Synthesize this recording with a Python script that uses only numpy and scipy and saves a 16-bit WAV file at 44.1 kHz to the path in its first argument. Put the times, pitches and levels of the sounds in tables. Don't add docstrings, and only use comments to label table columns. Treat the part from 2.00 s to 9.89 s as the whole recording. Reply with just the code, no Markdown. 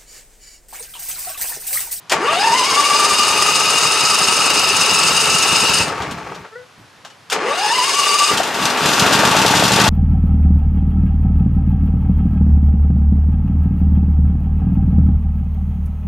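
import sys
import numpy as np
from scipy import signal
from scipy.fft import rfft, irfft
from scipy.io import wavfile
from scipy.ndimage import map_coordinates

SR = 44100
rng = np.random.default_rng(int(sys.argv[2]) if len(sys.argv) > 2 else 0)


def file_out(sig):
    cols = np.atleast_2d(sig).T
    lim = np.clip(cols, -1, 1)
    pcm = np.round(lim * 32767).astype(np.int16)
    wavfile.write(sys.argv[1], SR, pcm)


N = 347949
TIME = np.arange(N) / SR

# (frequency [Hz], gain [dB])
GARDEN_COLOUR = [(15, -59), (25, -39), (69, -18.5), (91, -4), (133, -3), (297, -11), (1050, -6.5),
                 (1660, -9.5), (5010, -17), (9810, -28), (10600, -27), (13500, -38), (15500, -47)]
GARDEN_DB = -47
# (frequency [Hz], t60 [s])
YARD_DECAY = [(100, 0.19), (1000, 0.45), (5000, 0.096), (14000, 0.25)]
# (frequency [Hz], level [dB])
YARD_SPREAD = [(100, -32), (350, -12), (1000, -12.5), (2800, -8.5), (5500, -6), (9000, -6.5), (14000, -26)]
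# (frequency [Hz], left minus right [dB])
STEREO_LEAN = [(120, -0.5), (300, -1), (700, 3.5), (1400, 2), (3000, 2.5), (6000, 2.5), (10000, 1.5),
               (14000, -0.5)]
MOWER_DB, EDGE_HZ = -0.56, 15600

# (time [s], frequency [Hz], level [dB], decay time [s])
KEY_TINKLES = [(5.103, 2970, -43, .018), (5.05, 6250, -46, .02)]
# (time [s], pitch [Hz], level [dB])
BELT_GROAN = [(4.535, 440, -37), (4.55, 451, -42), (4.56, 472, -27), (4.58, 494, -34), (4.61, 500, -37),
              (4.66, 500, -53)]
# (multiple of the pitch [-], level [dB])
BELT_ORDERS = [(1, -0.5), (2, -17), (3, -3.5), (4, -9)]
DULLING_DB_PER_S = 110

# (time [s], level [dB], treble [dB])
CLICKS = [(0.097, -13, -2.5), (3.881, -4, -19), (3.979, -15, -19), (4.02, -3, -28), (4.111, -9, -15.5),
          (4.347, -15, -19), (5.049, -10, -25), (5.101, -21, -24), (5.3, -21.5, 4), (6.374, -5, -5.5),
          (6.464, -19, -8), (6.996, -9, -8), (7.132, -5.5, -2.5)]
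# (time [s], level [dB])
SLAMS = [(0.123, -8), (5.327, -10.5)]
# (time [s], level [dB])
THUMPS = [(4.785, -39), (4.815, -51), (4.98, -51)]
# (frequency [Hz], gain [dB])
CLICK_COLOUR = [(100, -14), (500, -1.5), (900, 9), (1400, 6), (2200, -4), (3000, 8), (5000, 4), (8000, -1),
                (15000, -19)]
SLAM_COLOUR = [(20, -45), (70, -26), (200, -12), (400, 3), (1500, 4), (2800, 4.5), (3700, -2), (7000, -4.5),
               (10000, -13.5), (15500, -25)]
CLICK_DB, CLICK_TREBLE_DB, CLICK_DECAY_S = -18, 16.5, 0.018

# (motor on [s], let go [s], crank position [turns],
# whine [dB], gear rattle [dB], block [dB], puffs [dB])
ATTEMPTS = [(0.125, 3.812, 0, 3.5, -20, -29.5, -43), (5.34, 6.3, 0.24, 1.5, -19, -32, -54)]
TOP_TOOTH_HZ, SPIN_UP_S, CREEP_SHARE, CREEP_S = 1335.8, 0.2617, 0.1148, 1.897
RING_TEETH, PINION_TEETH = 115, 15
COAST_S = 0.7

# (time [s], level [dB])
COAST_KNOCKS = [(3.899, -21), (3.925, -25), (3.981, -28), (4.005, -24), (4.179, -23.5), (4.266, -26),
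                (4.319, -26), (4.448, -32)]
# (frequency [Hz], gain [dB])
BLOCK_COLOUR = [(60, -33.5), (200, -9), (330, -4.5), (420, 0), (600, 0), (880, 4), (1050, -5), (1220, 2),
                (1600, -1), (2400, -3.5), (3500, -14), (6000, -17), (10000, -33), (15500, -68)]
BREATH_COLOUR = [(20, -40), (40, -19), (70, -4), (110, -2), (175, 0.5), (230, -3.5), (300, -1.5),
                 (450, -16.5), (900, -40)]
# (frequency [Hz], width [Hz], gain [dB])
BLOCK_MODES = [(416, 56, 7.7), (909, 82, 5.9), (1131, 85, 9)]
# (share of the cycle [-], height over the steady flow [dB])
PUFFS = [(0.95, 11.5), (0.337, 8)]
PUFF_GROWTH_DB_PER_S, PUFF_WIDTH_CYCLES = 3, 0.045
JERK_DB, JERK_S, COAST_DB_PER_S = 7, 0.068, 12

# (time [s], block [dB], valve gear [dB], exhaust [dB])
RUNNING = [(6.32, -16.5, -28, -34), (6.336, -22, -26, -31), (6.528, -24, -31.5, -46),
           (6.638, -19.5, -22, -27), (6.766, -20, -30, -47), (6.826, -18, -22.5, -22.5),
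           (6.996, -17.5, -19.5, -31), (7.028, -15, -23, -18.5), (7.05, -15, -23, -25),
           (7.758, -19, -21.5, -19), (7.78, -15.5, -22, -22), (7.89, -17.5, -23, -16)]
# (time [s], rate [cycles/s])
ENGINE_SPEED = [(6.403, 4.9), (6.72, 4.05), (6.9, 7.27), (7.29, 8.25), (7.42, 10.64), (7.66, 12.12),
                (7.89, 12.84)]
# (share of the cycle [-], exhaust [dB], valve clack [dB])
STROKES = [(0.146, -6, 2), (0.34, -6, -2), (0.66, -5.5, -1), (0.019, -16, -15)]
# (frequency [Hz], gain [dB])
RUN_COLOUR = [(80, -24), (250, 3.5), (400, -3.5), (600, -0.5), (880, 3), (1100, -3), (1400, 3),
              (2200, -4.5), (2700, -2.5), (3500, -8.5), (6000, -19.5), (15000, -32.5)]
VALVE_COLOUR = [(500, -37), (2000, -14), (2700, 3), (3400, 4.5), (4300, 3.5), (5200, 2.5), (6600, 0.5),
                (8300, -2), (9500, -8), (12000, -9), (14000, -21), (15600, -60)]
EXHAUST_COLOUR = [(20, -23), (45, -22), (80, -5), (130, 0), (200, 0.5), (260, -5.5), (400, -6), (900, -14),
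                  (3000, -67)]
KNOCK_COLOUR = [(200, -35), (550, -1), (780, 3.5), (1100, -10), (2000, -14), (8000, -39)]
# (frequency [Hz], width [Hz], gain [dB])
VALVE_MODES = [(2630, 80, 8.3), (3550, 230, 3.7), (4830, 83, 3.5)]
COUGH_DB, CATCH_S, KNOCK_DB, KNOCK_SCATTER_DB = -13.5, 7.05, -10, 1.9
RUN_BLOCK_DB, RUN_VALVE_DB, RUN_EXHAUST_DB = 0.06, 1.5, -1.0

SAG_SHARE, SAG_AT_TURN, SAG_PRESS_DB = 0.042, 0.92, 1
LOAD_AT_TURN, LOAD_UNEVEN = 0.15, 0.28
# (frequency [Hz], gain [dB])
WHINE_COLOUR = [(250, -24.5), (460, -18.5), (600, -29.5), (800, -23), (1080, -28.5), (1300, -30)]
HOUSING_COLOUR = [(400, -8), (850, -7), (1050, -3), (1160, 5), (1300, -2), (1550, -5), (1750, -3),
                  (2100, -5), (2400, -6), (2610, 1), (2800, 3), (3200, -7), (3650, -4), (4200, -7),
                  (4700, 1), (5200, 3), (6000, -9), (9000, -14)]
GEAR_COLOUR = [(300, -67), (1000, 0.5), (2000, -9), (2700, 1), (3250, -4), (4000, 0), (5000, 2),
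               (5800, -9.5), (7400, -5), (8800, -7), (10000, -14.5), (12000, -17.5), (14000, -23.5),
               (15600, -53)]
ZING_COLOUR = [(2000, -50), (4500, -20), (4870, -7), (5030, -11), (5200, 0), (5380, -13), (5900, -28),
               (6780, -10), (7400, -26), (8630, -8), (9500, -26), (15000, -50)]
# (frequency [Hz], width [Hz], gain [dB])
WHINE_MODES = [(934, 52, 13.3), (1007, 41, 4.8), (1169, 58, 12.9)]
GEAR_MODES = [(2647, 89, 0), (2823, 185, 11.5), (3260, 240, -4), (3900, 280, 6), (4030, 410, -8.5),
              (4700, 150, 4.5), (5090, 50, 5.5), (6100, 130, 11.5), (6640, 210, 10.5), (8000, 140, 7),
              (8640, 124, 9), (9670, 100, 9.5), (10430, 86, 12), (10793, 150, 6.5)]
RATTLE_POWERS = [1.6, 2.16]
LET_GO_DB_PER_S, CHATTER_DB, CHATTER_PATCHY_DB = 260, -30.5, 4
RINGING_DB = 1.0


def amp(db):
    return 10 ** (np.asarray(db) / 20)


def unit(x):
    return x / np.sqrt(np.mean(x ** 2) + 1e-20)


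def read(points, hz):
    f, value = np.transpose(points)
    return np.interp(np.log(hz + 1), np.log(f + 1), value)


def level(rows, order):
    rows = np.asarray(rows)
    outside_s = np.maximum(rows[0, 0] - TIME, 0) + np.maximum(TIME - rows[-1, 0], 0)
    return amp(np.interp(TIME, rows[:, 0], rows[:, order])) * np.exp(-(outside_s / 0.013) ** 2)


def drift(hz):
    f = np.fft.rfftfreq(N, 1 / SR)
    return unit(irfft(rfft(rng.standard_normal(N)) / (1 + (f / hz) ** 4), N))


def colour(x, points, modes=(), size=8192):
    hz = np.fft.rfftfreq(size, 1 / SR)
    db = read(points, hz) + sum(d / (1 + (2 * (hz - f) / w) ** 2) for f, w, d in modes)
    log_gain = np.log(amp(np.r_[db, db[-2:0:-1]]))
    taps = np.fft.ifft(np.exp(signal.hilbert(log_gain).conj())).real[:size // 2]
    return signal.oaconvolve(x, taps)[:N]


def in_band(x, band_hz):
    hz = np.fft.rfftfreq(N, 1 / SR)
    inside = (hz > band_hz[0]) * (hz < band_hz[1])
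    return x / np.std(irfft(rfft(x) * inside, N))


def burst(at_s, rise_s, decay_s):
    return np.exp(-np.maximum(at_s - TIME, 0) / rise_s - np.maximum(TIME - at_s, 0) / decay_s)


def bursts(table, rise_s, decay_s):
    return sum(amp(db) * burst(s, rise_s, decay_s) for s, db in table)


def impacts(per_s, spread_db):
    size = amp(spread_db * np.clip(rng.standard_normal(N), -2, 2))
    return unit((rng.random(N) < per_s / SR) * rng.choice([-1, 1], N) * size)


def garden():
    air = np.array([unit(colour(rng.standard_normal(N), GARDEN_COLOUR)) for _ in range(3)])
    return amp(GARDEN_DB) * unit(air[2] + .5 * air[:2])


def yard(x):
    taps = rng.standard_normal((2, SR // 2)) * (rng.random((2, SR // 2)) < 3000 / SR)
    hz, t, z = signal.stft(taps, SR, nperseg=256)
    z = z * amp(-60 * t / read(YARD_DECAY, hz)[:, None])
    spread = amp(read(YARD_SPREAD, hz))
    z *= spread[:, None] / np.sqrt((abs(z) ** 2).sum(2, keepdims=True))
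    tail = signal.istft(z, SR, nperseg=256)[1]
    tail *= np.sqrt(np.mean(spread ** 2)) / np.linalg.norm(tail[0])
    return signal.fftconvolve(x[None], tail, axes=1)[:, :N]


def keys():
    return sum(amp(db) * burst(s, .0005, decay_s) * np.sin(2 * np.pi * hz * TIME)
               for s, hz, db, decay_s in KEY_TINKLES)


def belt():
    s, hz, _ = np.transpose(BELT_GROAN)
    pitch_hz = np.interp(TIME, s, hz) * (1 + .012 * drift(150))
    angle = 2 * np.pi * np.cumsum(pitch_hz) / SR
    dulling_db = DULLING_DB_PER_S * np.clip(TIME - s[2], -.02, .1)
    partials = sum(amp(db - (k > 1) * dulling_db) * np.sin(k * angle) for k, db in BELT_ORDERS)
    return level(BELT_GROAN, order=2) * partials


def clicks():
    flurry = unit(colour(impacts(14000, 4.6), CLICK_COLOUR, [(1620, 410, 6.7), (2720, 150, 4.7)]))
    dull = signal.sosfilt(signal.butter(1, 2500, fs=SR, output="sos"), flurry)
    bright = flurry - dull
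    return sum(amp(db + CLICK_DB) * burst(s, 0.00048, CLICK_DECAY_S)
               * (dull + amp(treble_db + CLICK_TREBLE_DB) * bright) for s, db, treble_db in CLICKS)


def slams():
    return unit(colour(impacts(12000, 0.8), SLAM_COLOUR)) * bursts(SLAMS, 0.0065, 0.013)


def thumps():
    return unit(colour(rng.standard_normal(N), BREATH_COLOUR)) * bursts(THUMPS, 0.0036, 0.026)


def coasting():
    modes = [(420, 95, 13.0), (880, 450, 6.1), (1260, 210, 9.9)]
    ring = unit(colour(impacts(8000, 2.3), BLOCK_COLOUR, modes))
    return ring * bursts(COAST_KNOCKS, 0.0013, 0.019)


def cranking():
    on_s, off_s, position, *db = np.array(ATTEMPTS).T
    current = np.maximum(np.searchsorted(on_s, TIME) - 1, 0)
    since_s = np.maximum(TIME - on_s[current], 0)
    after_s = np.maximum(TIME - off_s[current], 0)
    driven_s = since_s - after_s
    speed = (1 - CREEP_SHARE) * (1 - np.exp(-driven_s / SPIN_UP_S))
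    speed = speed + CREEP_SHARE * (1 - np.exp(-driven_s / CREEP_S))
    coast = np.maximum(1 - after_s / COAST_S, 0)
    turns = np.cumsum(speed * coast) * TOP_TOOTH_HZ / RING_TEETH / SR
    turns = turns + (position - np.interp(on_s, TIME, turns))[current]
    return since_s, after_s, speed, coast, turns, amp(db)[:, current]


def turning_over():
    since_s, after_s, _, coast, turns, (_, _, block_gain, puff_gain) = cranking()
    moving = np.minimum(since_s / 0.012, 1) * coast ** 0.55
    strokes_db = np.zeros(N)
    for share, db in PUFFS:
        offset_cycles = (turns / 2 - share + .5) % 1 - .5
        strokes_db += db * np.exp(-(offset_cycles / PUFF_WIDTH_CYCLES) ** 2)
    knocks = impacts(3000, 2.4) * amp(0.14 * strokes_db + 1.5 * drift(36))
    block = in_band(colour(knocks, BLOCK_COLOUR, BLOCK_MODES), (1450, 2300))
    puffs = rng.standard_normal(N) * amp(strokes_db + 2 * drift(30))
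    breath = in_band(colour(puffs, BREATH_COLOUR, [(174, 22, 4)]), (60, 230))
    block_db = JERK_DB * np.exp(-since_s / JERK_S) - COAST_DB_PER_S * after_s
    puff_db = PUFF_GROWTH_DB_PER_S * (since_s - after_s)
    block = block * block_gain * amp(block_db)
    breath = breath * puff_gain * amp(puff_db) * np.minimum(coast / 0.26, 1) ** 2
    return moving * (block + breath)


def running(count=15):
    cough_s, on = ENGINE_SPEED[0][0], TIME > RUNNING[0][0]
    cycles = np.cumsum(np.interp(TIME, *np.transpose(ENGINE_SPEED))) / SR
    cycles = cycles - np.interp(cough_s, TIME, cycles)
    never_s = 2 * N / SR
    pulses, clacks = np.zeros((2, N))
    knocks = amp(COUGH_DB) * burst(cough_s, 0.0014, 0.0074)
    for k in range(-1, count):
        knock_s = np.interp(k, cycles, TIME, right=never_s)
        knock_db = KNOCK_DB + KNOCK_SCATTER_DB * rng.standard_normal()
        knocks += (knock_s > CATCH_S) * amp(knock_db) * burst(knock_s, 0.00097, 0.0083)
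        for share, pulse_db, clack_db in STROKES:
            stroke_s = np.interp(k + share, cycles, TIME, right=never_s)
            pulse_scatter_db, clack_scatter = rng.standard_normal(2)
            pulses += amp(pulse_db + pulse_scatter_db) * burst(stroke_s, 0.0002, 0.00044)
            clacks += amp(clack_db + 0.6 * clack_scatter) * burst(stroke_s, 0.00038, 0.01)
    rms_on = np.sqrt(np.mean(on))
    splutter = np.interp(TIME, [6.8, 7.5], [6, 1.2]) * on
    gas = unit(pulses) * (1 + .3 * rng.standard_normal(N)) * rms_on
    gas = gas + splutter * rng.standard_normal(N)
    tapping = impacts(9000, 2.5) * (clacks + .48 * on)
    rattling = impacts(6000, 3.0) * (1 + 0.27 * clacks)
    exhaust = colour(gas, EXHAUST_COLOUR, [(128, 18, 6), (197, 24, 7)])
    exhaust = rms_on * in_band(exhaust, (60, 300))
    valves = rms_on * in_band(colour(tapping, VALVE_COLOUR, VALVE_MODES), (3500, 12000))
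    block = in_band(colour(rattling, RUN_COLOUR, BLOCK_MODES), (500, 2300))
    knock = knocks * unit(colour(rng.standard_normal(N), KNOCK_COLOUR))
    mix = amp(RUN_BLOCK_DB) * block * level(RUNNING, order=1)
    mix = mix + amp(RUN_VALVE_DB) * valves * level(RUNNING, order=2)
    mix = mix + amp(RUN_EXHAUST_DB) * exhaust * level(RUNNING, order=3)
    return mix + knock


def gear_whine(teeth, mesh, speed, engaged, squeeze):
    pinion = 2 * np.pi * teeth / PINION_TEETH
    mesh_tone = np.sqrt(2) * np.cos(mesh) * (1 + .6 * speed ** 8 * np.cos(pinion + 1))
    mesh_tone = mesh_tone * (1 + .48 * drift(70))
    whine = colour(mesh_tone * engaged * amp(SAG_PRESS_DB * squeeze), WHINE_COLOUR, WHINE_MODES)
    backlash = .22 * (1 - speed ** 8) * drift(220)
    stack = sum(np.cos(k * (mesh + backlash)) * (1 + .55 * drift(35)) / k ** .75 for k in range(2, 7))
    overtones = colour(stack * engaged * amp(-16 - 7.5 * speed ** 3), HOUSING_COLOUR)
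    return whine + overtones


def gear_rattle(mesh, speed, load):
    strikes = np.diff(np.floor(mesh / (2 * np.pi)), prepend=0) * rng.uniform(-1.28, 1, N)
    drive = (.7 * unit(strikes) + impacts(9000, 1.5)) * amp(1.6 * load + .7 * drift(45))
    wander_samples = .00003 * SR * drift(29)
    ringing = colour(drive, GEAR_COLOUR, GEAR_MODES)
    ringing = map_coordinates(ringing, [np.arange(N) + wander_samples], order=3)
    ringing = in_band(ringing, (4500, 11000))
    zing = .62 * speed ** 4 * unit(colour(drive, ZING_COLOUR) * amp(4.5 * load))
    return amp(RINGING_DB) * ringing + zing


def starter():
    since_s, after_s, speed, coast, turns, (whine_gain, gear_gain, _, _) = cranking()
    engaged = np.minimum(since_s / 0.13, 1) * amp(-LET_GO_DB_PER_S * after_s)
    beat = 4 * np.pi * (turns - LOAD_AT_TURN)
    squeeze = np.cos(2 * np.pi * (turns - SAG_AT_TURN))
    load = (np.cos(beat) + 0.26 * np.cos(2 * beat)) * (1 - LOAD_UNEVEN * np.cos(np.pi * turns))
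    uneven = (.002 + .028 * (1 - speed)) * drift(35) - SAG_SHARE * (1 - speed ** 12) * squeeze
    teeth = np.cumsum(TOP_TOOTH_HZ * speed * (1 + uneven)) / SR
    pinion = 2 * np.pi * teeth / PINION_TEETH
    mesh = 2 * np.pi * teeth + .25 * speed ** 4 * np.sin(pinion) + .15 * drift(150)
    whine = gear_whine(teeth, mesh, speed, engaged, squeeze)
    rattle = gear_rattle(mesh, speed, load)
    power = np.where(TIME < ATTEMPTS[1][0], *RATTLE_POWERS)
    chatter = (after_s > 0) * coast ** 2 * amp(CHATTER_DB + CHATTER_PATCHY_DB * drift(40))
    rattle = rattle * gear_gain * (engaged + chatter) * speed ** power
    return whine_gain * whine * speed ** (0.2 * power) + rattle


def scene():
    metal = clicks() + slams() + thumps() + belt() + keys()
    parts = [starter(), turning_over() + coasting(), running(), metal]
    mower = amp(MOWER_DB) * sum(part + yard(part) for part in parts)
    lean_db = read(STEREO_LEAN, np.fft.rfftfreq(N, 1 / SR)) * np.array([[.5], [-.5]])
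    return irfft(rfft(mower) * amp(lean_db), N) + garden()


def record(dry):
    rounded = dry / (1 + dry ** 6) ** (1 / 6)
    edge = signal.firwin(511, EDGE_HZ, window=("kaiser", 9), fs=SR)
    return signal.oaconvolve(rounded, edge[None], "same", axes=1)


dry = scene()
out = record(dry)
file_out(out)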